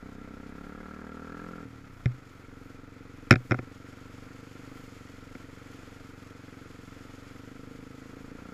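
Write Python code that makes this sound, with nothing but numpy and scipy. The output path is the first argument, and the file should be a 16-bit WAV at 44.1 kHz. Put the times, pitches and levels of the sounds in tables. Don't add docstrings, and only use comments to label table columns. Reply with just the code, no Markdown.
import sys
import numpy as np
from scipy import signal
from scipy.fft import rfft, irfft, next_fast_len
from scipy.io import wavfile
from scipy.ndimage import uniform_filter1d, map_coordinates

SR = 44100
rng = np.random.default_rng(int(sys.argv[2]) if len(sys.argv) > 2 else 0)


def to_wav(s):
    ch = np.atleast_2d(s).T
    pcm = np.round(np.clip(ch, -1, 1) * 32767)
    wavfile.write(sys.argv[1], SR, pcm.astype(np.int16))


N = 376173
TIME = np.arange(N) / SR


def from_db(db):
    return 10 ** (np.asarray(db) / 20)


def in_time(rows):
    seconds, values = np.transpose(rows)
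    return np.interp(TIME, seconds, values)


def lowpass(x, edge_hz, order=2):
    return signal.sosfilt(signal.butter(order, edge_hz, fs=SR, output="sos"), x + 1e-18)


def highpass(x, edge_hz):
    return signal.sosfilt(signal.butter(2, edge_hz, "high", fs=SR, output="sos"), x)


def evened(x):
    size = SR // 10
    slow_power = uniform_filter1d(uniform_filter1d(x * x, size), size)
    return x / np.sqrt(slow_power + 1e-18)


def noise(colour):
    hz, db = np.transpose(colour)
    size = next_fast_len(N)
    bins_hz = np.maximum(np.fft.rfftfreq(size, 1 / SR), 1)
    gain = from_db(np.interp(np.log(bins_hz), np.log(hz), db))
    x = irfft(rfft(rng.standard_normal(size)) * gain)[:N]
    return x / x.std()


def drift(per_s):
    return map_coordinates(rng.standard_normal(4000), [TIME * per_s], order=3, mode="wrap")


def resonate(x, modes):
    out = np.zeros(N)
    for hz, width_hz, db in modes:
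        r, w = np.exp(-np.pi * width_hz / SR), 2 * np.pi * hz / SR
        band = np.array([1, 0, -1]) * (r * r - 1) / 2
        out += from_db(db) * signal.lfilter(band, [1, -2 * r * np.cos(w), r * r], x + 1e-18)
    return out


def ring(clicks, hz, t60):
    r, w = np.exp(-np.log(1000) / (t60 * SR)), 2 * np.pi * hz / SR
    return signal.lfilter([0, np.sin(w)], [1, -2 * r * np.cos(w), r * r], clicks + 1e-18)


def pulses(at, sizes, edges_hz):
    out, n = np.zeros(N + SR), np.arange(SR // 50)
    for start, size, hz in zip(np.clip(at, 0, N), sizes, np.broadcast_to(edges_hz, len(at))):
        age = (n + 1) * 2 * np.pi * hz / SR
        shape = age * np.exp(-age)
        out[start:start + len(n)] += size * shape / shape.sum()
    return out[:N]


def exhaust(fired, edge_hz, uneven_db=0.5, jitter_s=0.00035, silencer_hz=470):
    # frequency in Hz, width in Hz, relative level in dB.
    silencer_modes = [(52, 11, -28), (95, 8, 0), (122, 26.6, 0.5), (176.4, 27, -5.5), (264.3, 33.8, 3),
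                      (276, 13, -14), (383, 13, -12), (462, 34, 0.5), (480, 27, -12)]
    at = fired + (jitter_s * SR * rng.standard_normal(len(fired))).astype(int)
    sizes = from_db(uneven_db * rng.standard_normal(len(fired)))
    puffs = pulses(at, sizes, edge_hz[fired])
    return evened(lowpass(resonate(puffs, silencer_modes), silencer_hz, order=4))


def gulps(fired, edge_hz, echo_share, uneven_db=0.3, echo_s=0.004293):
    sizes = from_db(uneven_db * rng.standard_normal(len(fired)))
    first = pulses(fired, sizes, edge_hz)
    return first + echo_share * np.interp(TIME - echo_s, TIME, first, left=0)


def intake_boom(fired):
    # frequency in Hz, width in Hz, relative level in dB.
    airbox_modes = [(77.7, 24, 8), (131, 29, 2), (177, 32, 9.5), (224, 40, 5), (284.3, 30, 10),
                    (385, 54, 6), (474, 44, -4), (508, 26, 1), (557, 33, -22), (710, 40, -2.5),
                    (790, 38, -8)]
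    return evened(resonate(gulps(fired, edge_hz=480, echo_share=0.6), airbox_modes))


def airbox_bark(fired):
    # frequency in Hz, width in Hz, relative level in dB.
    wall_modes = [(1190, 70, -18), (1330, 50, 3.5), (1470, 80, -11), (1635, 72, -13), (2050, 110, -24)]
    return evened(resonate(gulps(fired, edge_hz=2200, echo_share=0.72), wall_modes))


def intake_rasp(cycle, open_at=0.28, open_width=0.203, leak=0.28):
    # frequency in Hz, relative level in dB.
    rasp_colour = [(400, -18), (900, -2), (1150, -7), (1370, 13), (1500, -6.5), (1650, 6), (1900, -20.5),
                   (2400, -34), (2900, -32), (5000, -35.5), (12000, -59.5)]
    from_open = (cycle - open_at + .5) % 1 - .5
    valve = leak + np.exp(-(from_open / open_width) ** 2)
    return evened(noise(rasp_colour) * valve)


def running_gear(cycle, load, mud_db, base_db=-54, mud_share=0.3, strain_db=1.5):
    # frequency in Hz, relative level in dB.
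    clatter_colour = [(60, -5.5), (300, 1), (580, -7.5), (950, -9.5), (1180, -6.5), (1350, 1), (1500, -5.5),
                      (1750, -9), (2050, -7.5), (2550, -12.5), (2900, -26), (3400, -21.5), (4200, -22),
                      (9000, -40)]
    wander_db, flutter_db = 0.57, 1.43
    level_db = base_db + mud_share * (mud_db - mud_db.mean()) + strain_db * load + wander_db * drift(8)
    throb = 1 + 0.12 * np.cos(2 * np.pi * (cycle - .25))
    clatter = noise(clatter_colour) * throb * from_db(flutter_db * drift(110))
    return from_db(level_db) * evened(clatter)


def engine(mud_db, cruise_per_s=22.37, cruise_throttle=0.17, radiate_hz=55):
    # time in seconds, firings per second.
    firing_rate = [(0.0, 32.05), (0.47, 32.33), (0.55, 34.23), (0.76, 36.94), (1.27, 39.77), (1.5, 43.73),
                   (1.8, 36.87), (1.91, 31.05), (2.29, 22.83), (3.21, 22.87), (3.42, 21.8), (3.61, 23.07),
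                   (4.82, 24.89), (4.9, 23.01), (6.37, 23.19), (6.45, 22.55), (7.35, 23.37), (7.45, 24.99),
                   (8.24, 27.0), (8.53, 30.43)]
    # time in seconds, opening from 0 to 1.
    throttle = [(0, .53), (.45, 0.56), (.7, 0.74), (1.15, 0.78), (1.35, 0.86), (1.625, 0.77), (1.675, 0.06),
                (1.85, 0.03), (2.3, 0.07), (2.55, .15), (7.3, 0.15), (8.2, 0.29), (8.53, 0.62)]
    per_s, load = in_time(firing_rate), in_time(throttle)
    cycles = np.cumsum(per_s) / SR + .12
    fired = np.flatnonzero(np.diff(np.floor(cycles)))
    cycle = cycles % 1

    starved = np.clip(1 - load / cruise_throttle, 0, 1)
    burning_hz, starved_hz = 660, 144
    edge_hz = burning_hz * (starved_hz / burning_hz) ** starved
    base_db, db_per_octave, starved_db, pull_db, surge_db = -47.5, 7.5, -8, -3.5, 0.33
    thump_db = base_db + db_per_octave * np.log2(per_s / cruise_per_s)
    thump_db += starved_db * starved + pull_db * load + surge_db * drift(5)

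    growl = np.interp(load, [0.11, 0.82], [0, 1])
    thump = (1 - growl) * exhaust(fired, edge_hz) + growl * intake_boom(fired)
    thump = evened(highpass(thump, radiate_hz))

    bark_db, rasp_db = -46.5, -47.5
    rasp = from_db(bark_db) * airbox_bark(fired) + from_db(rasp_db) * intake_rasp(cycle)
    rasp *= load * from_db(-21.5 * (1 - load))
    return from_db(thump_db) * thump + rasp + running_gear(cycle, load, mud_db)


def tyres(mud_db, lift_db=1, flutter_db=1.4, splash_db=1.04):
    # frequency in Hz, relative level in dB.
    hiss_colour = [(1000, -4), (2800, 3.5), (3400, 3.5), (3900, -5), (4400, -0.5), (5350, -0.5),
                   (5950, -4.5), (6700, 0.5), (7700, -4.5), (8700, -13), (10000, -10.5), (11300, -9.5),
                   (13500, -15), (15200, -28)]
    level_db = mud_db + lift_db + flutter_db * drift(150) + splash_db * drift(35)
    return from_db(level_db) * noise(hiss_colour)


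def wind(level_db=-56, gust_db=3.5, gusts_per_s=4):
    # frequency in Hz, relative level in dB.
    rumble_colour = [(5, -26), (15, 0), (24, 16.5), (35, -8), (55, -28.5), (120, -23), (400, -46.5)]
    return from_db(level_db + gust_db * drift(gusts_per_s)) * evened(noise(rumble_colour))


def knocks(scatter_db=2.5, thud_edge_hz=900, crack_db=-15, crack_s=0.00051, leak_hz=78):
    # start in seconds, knock strength in dB, thud strength in dB, contact edge in Hz.
    jolts = [(2.0579, -21, -12, 4030), (3.3084, -8, -12.5, 7000), (3.3091, 4, -18, 5870),
             (3.3181, -7, -11, 3500), (3.3259, -8.5, -45, 4030), (3.338, -11.5, -11.5, 2200),
             (3.357, -14.5, -20, 3040), (3.51, -9, -16.5, 2160), (3.519, -7, -25, 1825),
             (3.529, -21, -29, 1510), (3.5438, -15, -47, 1210), (3.589, -18, -27.5, 1620),
             (5.3512, -28, -75, 2400)]
    # frequency in Hz, gain in dB, seconds to fall 60 dB.
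    mount_modes = [(112.4, -1, 0.02), (122.8, -3, 0.19), (233, -25, .05)]
    # frequency in Hz, gain in dB, seconds to fall 60 dB.
    shell_modes = [(161, -24, 0.02), (255, -9.5, 0.043), (359, -12.5, 0.048), (410, -12, 0.016),
                   (512, -17.5, 0.04), (613, -17.5, 0.037), (743, -20, 0.054), (1110, -26, .02),
                   (1170, -11.5, 0.0063), (1388, -4, 0.014), (1585, -7.5, 0.012), (1744, -14.5, 0.026),
                   (2090, -6, 0.013), (2203, -11.5, 0.022), (2340, -12, 0.023), (2513, -14, 0.02),
                   (3070, -27.5, 0.015), (3700, -13.5, 0.0076), (5030, -11.5, 0.0094),
                   (5470, -11.5, 0.0087), (7090, -16, 0.0049), (9900, -31, .004), (12700, -31, .004)]
    start_s, knock_db, thud_db, edge_hz = np.transpose(jolts)
    at = np.round(start_s * SR).astype(int)
    shoves = pulses(at, from_db(thud_db), thud_edge_hz)
    out = sum(from_db(db) * ring(shoves, hz, t60) for hz, db, t60 in mount_modes)
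    scatter = scatter_db * rng.standard_normal((len(at), len(shell_modes)))
    for k, (hz, db, t60) in enumerate(shell_modes):
        blows = pulses(at, from_db(knock_db + db + scatter[:, k]), edge_hz)
        out += (-1) ** k * ring(blows, hz, t60)
    age = TIME[:SR // 20]
    for start, db, hz in zip(at, knock_db, edge_hz):
        crack = rng.standard_normal(len(age)) * np.exp(-age / crack_s)
        out[start:start + len(age)] += from_db(db + crack_db) * lowpass(crack, hz)
    return highpass(out, leak_hz)


def scene():
    # time in seconds, base level of the hiss in dB.
    mud = [(0, -68.5), (1.1, -68), (1.45, -66), (1.9, -69), (3.0, -68.5), (4.1, -64), (4.8, -62),
           (5.5, -64), (5.75, -62), (6.25, -65), (7.1, -62), (7.6, -64), (8.53, -64.5)]
    mud_db = in_time(mud)
    return (engine(mud_db) + tyres(mud_db) + wind() + knocks())[None]


def record(dry, cutoff_hz=15300):
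    treble_cut = signal.ellip(10, .2, 70, cutoff_hz, fs=SR, output="sos")
    return signal.sosfilt(treble_cut, np.clip(dry, -1, 1))


dry = scene()
out = record(dry)
to_wav(out)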